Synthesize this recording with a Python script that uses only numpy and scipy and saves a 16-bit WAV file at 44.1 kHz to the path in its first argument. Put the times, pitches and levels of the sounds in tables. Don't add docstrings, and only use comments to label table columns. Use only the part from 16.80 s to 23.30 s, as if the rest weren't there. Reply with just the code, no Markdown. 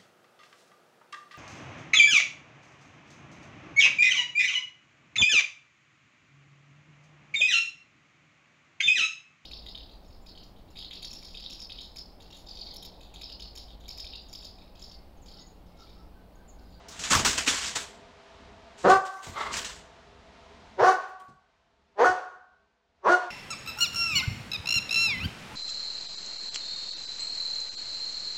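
import sys
import numpy as np
from scipy import signal
from scipy.fft import rfft, irfft, next_fast_len
from scipy.io import wavfile
from scipy.ndimage import uniform_filter1d, map_coordinates

SR = 44100
rng = np.random.default_rng(int(sys.argv[2]) if len(sys.argv) > 2 else 0)


def to_linear_factor(level_db):
    exponent = np.asarray(level_db, float) / 20
    return 10 ** exponent


def int16_out(signal):
    q = np.round(np.clip(np.atleast_2d(signal).T, -1, 1) * 32767)
    wavfile.write(sys.argv[1], SR, q.astype(np.int16))


N = 286853
CALL_SAMPLES = SR // 4

# time in seconds, pitch in Hz, effort in dB.
BARK_TRACKS = [
    [(2.03, 176, -60.5), (2.05, 178.8, -20.5), (2.076, 203, -20.5), (2.086, 359.8, -21.5),
     (2.105, 376.4, -17), (2.128, 384, -16.5), (2.16, 390.4, -28), (2.19, 383, -56.5)],
    [(3.965, 189.2, -64.5), (3.998, 185.1, -24), (4.034, 243.9, -20.5), (4.042, 352, -20.5),
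     (4.065, 366.6, -19.5), (4.088, 379.8, -17.5), (4.14, 370.7, -29.5), (4.175, 354, -48.5)],
    [(5.155, 197.5, -68.5), (5.197, 206.7, -23), (5.222, 238.5, -19.5), (5.243, 268.1, -22.5),
     (5.249, 361.8, -22.5), (5.275, 366.9, -22), (5.315, 370.1, -29), (5.345, 367, -44.5)],
    [(6.215, 188.8, -81), (6.252, 187.1, -34.5), (6.27, 237.1, -24.5), (6.292, 304.6, -20.5),
     (6.302, 351.7, -21.5), (6.33, 360, -19), (6.36, 364, -30), (6.39, 355.3, -44.5)],
]
# strength under 300 Hz in dB, mouth resonance with jaw shut in Hz, with jaw open
# in Hz, its level shut in dB, its level open in dB.
MUZZLES = [(1.5, 1150, 1200, -10.5, 1), (-11.5, 930, 1212, -8, 2), (-11.5, 895, 1329, -4.5, 3.5),
           (-7, 1000, 1400, 5, -4)]
# diffuse tail in dB, its delay in seconds.
BARK_TAILS = [(-10, .0072), (-8, .0068), (-7.5, 0.0059), (-6.5, .0075)]
# frequency in Hz, level in dB per Hz.
BREATH_SPECTRUM = [(1180, -23.5), (2000, -6.5), (2140, -3.5), (2330, -19), (2630, -17.5), (3880, -15.5),
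                   (6060, -1), (10300, -27), (15600, -31)]
# time in seconds, level in dB.
HUFF_ENVELOPE = [
    (2.54, -52),
    (2.57, -34),
    (2.62, -35.5),
    (2.74, -48.5),
]
# centre in Hz, width in Hz, level in dB.
NOSE_MODES = [(550, 560, -12), (1260, 140, 2.5), (2071, 68, -2), (3700, 1300, -18)]
# frequency in Hz, T60 in seconds.
HALL_DECAY = [(100, 0.13), (300, 0.29), (750, 0.49), (1100, 0.53), (1500, 0.53), (2500, 0.44), (6000, 0.41),
              (12000, 0.36)]
# delay in seconds, level in dB.
WALL_ECHOES = [(.004, -12.5), (.009, -10.5), (.013, -14.5), (.021, -15.5), (.029, -18.5), (.043, -11)]
# frequency in Hz, T60 in seconds, level in dB.
HALL_MODES = [(504.5, .3, -56), (740, 0.5, -66.5), (1440, 0.8, -67), (1500, 0.55, -69), (1544, 0.98, -66),
              (4430, 0.44, -59)]
# time in seconds, peak in dB, share under 1.5 kHz in dB, share around 5.7 kHz in dB.
CLAW_STRIKES = [(0.084, -34, -10.5, 1.5), (0.192, -23.5, -14, -30), (0.2368, -18, -23, -30),
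                (0.304, -13, -2, -24.5), (0.3314, -16, 0.5, -24.5), (0.35, -13, -16, -14),
                (0.448, -4, -12, -8.5), (0.578, -15, -14, -27), (0.6755, -9.5, -21, -36),
                (0.9554, -17, -19, -31), (1.9782, -48, -7, -40), (2.099, -23.5, -3, -29.5),
                (2.2508, -36.5, -8.5, -26), (2.429, -37, -3.5, -29), (2.7324, -36.5, -16.5, -24),
                (2.766, -22, -11, -4), (2.8459, -21.5, -15, -43), (4.2805, -52, 5, -27),
                (4.3978, -50, 7, -33), (4.4812, -54, -3.5, -25)]
# start in seconds, length in seconds, first level in dB, last level in dB, low part in dB.
PAD_SLIDES = [(0.099, 0.17, -50.5, -36, -14.5), (.298, 0.13, -17, -41, 4), (.444, 0.13, -26.5, -39.5, 1.5),
              (0.568, 0.05, -24, -43, -12.5), (.66, 0.05, -18, -30, 0), (.72, .16, -36, -30, -4.5),
              (.948, 0.055, -22.5, -43.5, 10.5), (1.97, 0.14, -49.5, -44.5, -0.8),
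              (2.088, 0.07, -28, -61, -3), (2.248, .06, -44, -58.5, 12), (2.31, 0.23, -64.5, -59, 22.5),
              (2.42, 0.14, -45, -57, 2.5), (2.57, 0.17, -45, -50, 5.5), (2.715, 0.04, -31, -31.5, -1),
              (2.877, 0.113, -49, -54.5, -1)]
# time in seconds, peak in dB, board frequency in Hz.
PAW_LANDINGS = [(0.089, -53, 77.6), (0.191, -43.5, 140), (0.309, -30, 186), (0.35, -23.5, 85.5),
                (0.458, -31, 260.7), (0.58, -41, 260), (0.67, -32.5, 278), (0.71, -40, 80.3),
                (0.955, -61, 114), (2.468, -41, 104), (2.49, -37.5, 85), (2.521, -60, 75),
                (2.705, -44, 249), (2.772, -48, 172), (4.481, -49.5, 140), (4.519, -64, 62)]
# time in seconds, peak in dB, board frequency in Hz.
BARK_JOLTS = [
    (2.108, -33.5, 145),
    (2.152, -53.5, 76),
    (4.002, -33.5, 147),
    (5.281, -42, 78),
    (6.281, -48, 71.5),
]
# frequency in Hz, level in dB per Hz.
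LAMINATE_SPECTRUM = [(880, -15), (1500, -2.5), (2420, -4), (2980, -2), (5470, -5), (6990, -2.5),
                     (7940, -5.5), (10200, -25.5), (14900, -36), (15600, -41)]
# frequency in Hz, level in dB per Hz.
HOUSE_SPECTRUM = [(12, -40.5), (20, -14), (68, 4), (113, -9.5), (220, -2.5), (363, -6.5), (406, -11),
                  (536, -7), (670, -5.5), (792, -5), (885, -2), (1460, -7.5), (3980, -14), (6770, -23.5),
                  (15600, -59)]
# centre in Hz, width in Hz, level in dB.
APPLIANCE_DRONES = [(411, 30, -59.5), (497, 24, -63), (669.2, 87, -56), (904, 10, -66)]
# time in seconds, gain in dB.
PHONE_GAIN = [
    (0, 4.5),
    (2.14, 2.7),
    (2.28, -23),
    (2.5, 2),
    (4.02, 2.9),
    (4.2, -14.5),
    (4.5, -14.5),
    (4.9, -14),
    (6.5, -18.5),
]
# time in seconds, wash in dB, shake in dB.
HOUSE_ANSWERS = [
    (.4, -44, -32),
    (.58, -66, -72),
    (1.05, -58.5, -86),
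    (2.15, -59.5, -57),
    (2.68, -59.5, -59.5),
    (2.8, -55, -55.5),
    (4.22, -52.5, -81),
    (5.36, -51, -83.5),
    (6.43, -47.5, -72),
]


def unit(x):
    return x / np.sqrt(np.mean(x ** 2) + 1e-20)


def along(points, hz):
    f, v = np.transpose(points)
    return np.interp(np.log(hz + 1), np.log(f + 1), v)


def curves(rows, t):
    s, *columns = np.transpose(rows)
    return [np.interp(t, s, column) for column in columns]


def add_at(out, start_s, x):
    out[round(start_s * SR):][:len(x)] += x


def wobble(knots_per_s, size=N):
    knots = rng.standard_normal(int(size * knots_per_s / SR) + 4)
    return map_coordinates(knots, [np.arange(size) * knots_per_s / SR])


def filtered(x, response):
    m = next_fast_len(len(x) + SR // 2)
    return irfft(rfft(x, m) * response(np.fft.rfftfreq(m, 1 / SR)), m)[:len(x)]


def peak(f, hz, width_hz):
    return 1j * f * width_hz / (hz * hz - f * f + 1j * f * width_hz)


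def hiss(response, size=N):
    return unit(filtered(rng.standard_normal(size), response))


def patchy(x, patchy_db):
    z = signal.stft(x, nperseg=256)[2]
    field = uniform_filter1d(rng.standard_normal(z.shape), 5, 0)
    field = uniform_filter1d(field, 14, 1)
    return unit(signal.istft(z * to_linear_factor(patchy_db * unit(field)), nperseg=256)[1][:len(x)])


def bark(rows, bass_db, shut_hz, open_hz, shut_db, open_db):
    t = rows[0][0] + np.arange(CALL_SAMPLES) / SR
    pitch_hz, effort_db = curves(rows, t)
    jaw = np.clip((pitch_hz - 255) / (320 - 255), 0, 1)

    def follow(shut, wide):
        return shut + (wide - shut) * jaw

    chest_db = follow(-2, -5.5) + 0.21 * bass_db
    throat_hz, mouth_hz = follow(545, 745), follow(shut_hz, open_hz)
    mouth_db, lip_db, edge_db = follow(shut_db, open_db), follow(-16, -12.5), follow(-14, -0.5)

    break_samples = SR // 40
    jaw_speed = np.abs(np.gradient(jaw)) * break_samples
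    breaking = uniform_filter1d(jaw_speed, break_samples, origin=break_samples // 3)
    rough = np.clip(follow(0.125, 0.065) + 0.15 * breaking, 0, .3)
    jitter = 1 + 0.0057 * rough * wobble(120, CALL_SAMPLES)
    phase = 2 * np.pi * np.cumsum(pitch_hz * jitter) / SR

    voice = np.zeros(CALL_SAMPLES)
    for k in range(1, 30):
        f = k * pitch_hz
        tract = to_linear_factor(chest_db) * np.abs(peak(f, 345, 230)) ** 2
        tract += np.abs(peak(f, throat_hz, 310)) ** 1.7
        tract += to_linear_factor(mouth_db) * np.abs(peak(f, mouth_hz, 320)) ** 3
        tract += to_linear_factor(lip_db) * np.abs(peak(f, 1565, 700)) ** 11.0
        tract += to_linear_factor(edge_db - 43.5) * np.abs(peak(f, 2900, 900)) ** 2
        tract += to_linear_factor(edge_db - 35.5) * np.abs(peak(f, 4400, 700)) ** 2
        smear = wobble(220, CALL_SAMPLES) + 1j * wobble(220, CALL_SAMPLES)
        turn = np.exp(1j * (k * phase + rng.uniform(0, 2 * np.pi)))
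        voice += tract * np.real((np.sqrt(1 - rough) + np.sqrt(rough) * smear) * turn)

    def bass(f):
        shelf = 1 + (to_linear_factor(bass_db) - 1) / (1 + (f / 275) ** 10)
        return shelf - .8 * np.abs(peak(f, 270, 70)) ** 2

    def teeth(f):
        muzzle = .4 + np.abs(peak(f, 2900, 500)) ** 2 + np.abs(peak(f, 4400, 450)) ** 2
        return to_linear_factor(along(BREATH_SPECTRUM, f)) * muzzle

    voice = filtered(voice, bass)
    rasp = hiss(lambda f: peak(f, 1800, 550) ** 3 + .6 * peak(f, 950, 600) ** 3, CALL_SAMPLES)
    voice += to_linear_factor(-9) * np.sqrt(rough) * rasp
    puffs = (1 + 0.52 * np.cos(phase)) * to_linear_factor(0.9 * wobble(150, CALL_SAMPLES))
    breath = to_linear_factor(-22.5) * follow(.35, 1) * puffs * patchy(hiss(teeth, CALL_SAMPLES), patchy_db=4.0)
    return to_linear_factor(effort_db) * (t < rows[-1][0]) * (1.122 * voice + breath)


def huff():
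    t = HUFF_ENVELOPE[0][0] + np.arange(CALL_SAMPLES) / SR

    def nose(drop):
        def response(f):
            total = 0
            for k, (hz, width_hz, db) in enumerate(NOSE_MODES):
                total = total + (-1) ** k * to_linear_factor(db) * peak(f, hz * drop ** (k % 2), width_hz)
            return total / (1 + (f / 7000) ** 4)
        return hiss(response, CALL_SAMPLES)

    relaxed = np.clip((t - HUFF_ENVELOPE[1][0]) / 0.22, 0, 1)
    air = np.sqrt(1 - relaxed) * nose(0.95) + np.sqrt(relaxed) * nose(0.862)
    level_db = curves(HUFF_ENVELOPE, t)[0] - 1.5 + 3.2 * wobble(70, CALL_SAMPLES)
    return to_linear_factor(level_db) * air * np.clip((HUFF_ENVELOPE[-1][0] - t) / 0.01, 0, 1)


def hall(x, wet_db, gap_s=0.0074):
    hz, t, z = signal.stft(rng.standard_normal(SR * 3 // 2), SR, nperseg=256)
    fall_db = -60 * t / along(HALL_DECAY, hz)[:, None]
    decay = to_linear_factor(3.3 * fall_db) + to_linear_factor(10.5 + 0.74 * fall_db)
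    tail = signal.istft(z * decay, SR, nperseg=256)[1]
    tail = np.pad(tail * to_linear_factor(wet_db) / np.linalg.norm(tail), (round(gap_s * SR), 0))
    u = np.arange(len(tail)) / SR
    for mode_hz, t60_s, db in HALL_MODES:
        tail += to_linear_factor(db - 60 * u / t60_s) * np.sin(2 * np.pi * mode_hz * u)
    tail[0] = 1
    for delay_s, db in WALL_ECHOES:
        tail[round(delay_s * SR)] += to_linear_factor(db) * rng.choice([-1, 1])
    return signal.fftconvolve(x, tail)


def dog():
    out = np.zeros(N + 2 * SR)
    for rows, muzzle, (wet_db, gap_s) in zip(BARK_TRACKS, MUZZLES, BARK_TAILS):
        add_at(out, rows[0][0], hall(bark(rows, *muzzle), wet_db, gap_s))
    add_at(out, HUFF_ENVELOPE[0][0], hall(huff(), wet_db=-6.5))
    return out[:N]


def claws_and_pads():
    u = np.arange(SR // 2) / SR
    high, low, tips = np.zeros((3, N + SR))
    for s, db, low_db, tip_db in CLAW_STRIKES:
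        burst = (1 - np.exp(-u / 0.00053)) * (to_linear_factor(-60 * u / 0.33) + to_linear_factor(-10.5 - 60 * u / 0.23))
        add_at(high, s, to_linear_factor(db - 18.5) * burst)
        add_at(low, s, to_linear_factor(db + low_db - 15.5) * burst)
        add_at(tips, s, to_linear_factor(db + tip_db - 15.5) * burst)
    grip_s, lift_db_per_s = 0.024, 148
    for s, length_s, first_db, last_db, low_db in PAD_SLIDES:
        skid_db = np.interp(u, [0, length_s], [first_db, last_db])
        skid_db -= lift_db_per_s * np.maximum(u - length_s, 0)
        skid = to_linear_factor(skid_db) * np.minimum(u / grip_s, 1)
        add_at(high, s, to_linear_factor(-4) * skid)
        add_at(low, s, to_linear_factor(low_db - 16.0) * skid)
    grain = to_linear_factor(1.2 * wobble(250) + .5 * wobble(45))
    scratch = grain * hiss(lambda f: to_linear_factor(along(LAMINATE_SPECTRUM, f)))
    knock = grain * hiss(lambda f: peak(f, 1000, 400) + 0.37 * peak(f, 450, 400))
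    click = grain * hiss(lambda f: peak(f, 5700, 3000) ** 2 + .15 * peak(f, 13000, 5000) ** 2)
    out = high[:N] * patchy(scratch, patchy_db=1.4)
    out += low[:N] * patchy(knock, patchy_db=-5.0)
    return out + tips[:N] * unit(click)


def floor_boards():
    u = np.arange(SR // 2) / SR
    boards = np.zeros(N + SR)
    for s, db, hz in [*PAW_LANDINGS, *BARK_JOLTS]:
        ring = 0.68 * np.sin(2 * np.pi * hz * u)
        ring += 0.75 * hiss(lambda f: peak(f, hz, 0.97 * hz) / (1 + (f / 700) ** 2), len(u))
        add_at(boards, s, to_linear_factor(db - 60 * u / 0.23) * (1 - np.exp(-u / 0.0033)) * ring)
    return boards[:N]


def house():
    t = np.arange(N) / SR
    gain_db, = curves(PHONE_GAIN, t)
    s, wash_db, shake_db = np.transpose(HOUSE_ANSWERS)[..., None]
    swell_db_per_s, fade_db_per_s = 152, 113
    hump = to_linear_factor(-np.maximum(swell_db_per_s * (s - t), fade_db_per_s * (t - s)))

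    def lows(f):
        return 1 / (1 + (f / 300) ** 4)

    air = to_linear_factor(.8 * wobble(5.7)) * hiss(lambda f: to_linear_factor(along(HOUSE_SPECTRUM, f)) * (1 - lows(f)))
    for hz, width_hz, db in APPLIANCE_DRONES:
        air += to_linear_factor(db + 51.5) * hiss(lambda f: peak(f, hz, width_hz) ** 2)
    rumble = hiss(lambda f: to_linear_factor(along(HOUSE_SPECTRUM, f)) * lows(f))
    rumble *= to_linear_factor(-2.5 + 2.2 * wobble(7))
    air_level = to_linear_factor(-59 + gain_db) + (to_linear_factor(wash_db) * hump).sum(axis=0)
    rumble_level = to_linear_factor(-58.5 + gain_db) + (to_linear_factor(shake_db) * hump).sum(axis=0)
    return air_level * air + rumble_level * rumble


def scene():
    return (dog() + claws_and_pads() + floor_boards() + house())[None]


def low_pass(x):
    return signal.sosfilt(signal.butter(12, 15760, fs=SR, output="sos"), x)


def record(dry):
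    rounded = dry / (1 + np.abs(dry / .56) ** 4) ** .25
    return low_pass(rounded)


dry = scene()
out = record(dry)
int16_out(out)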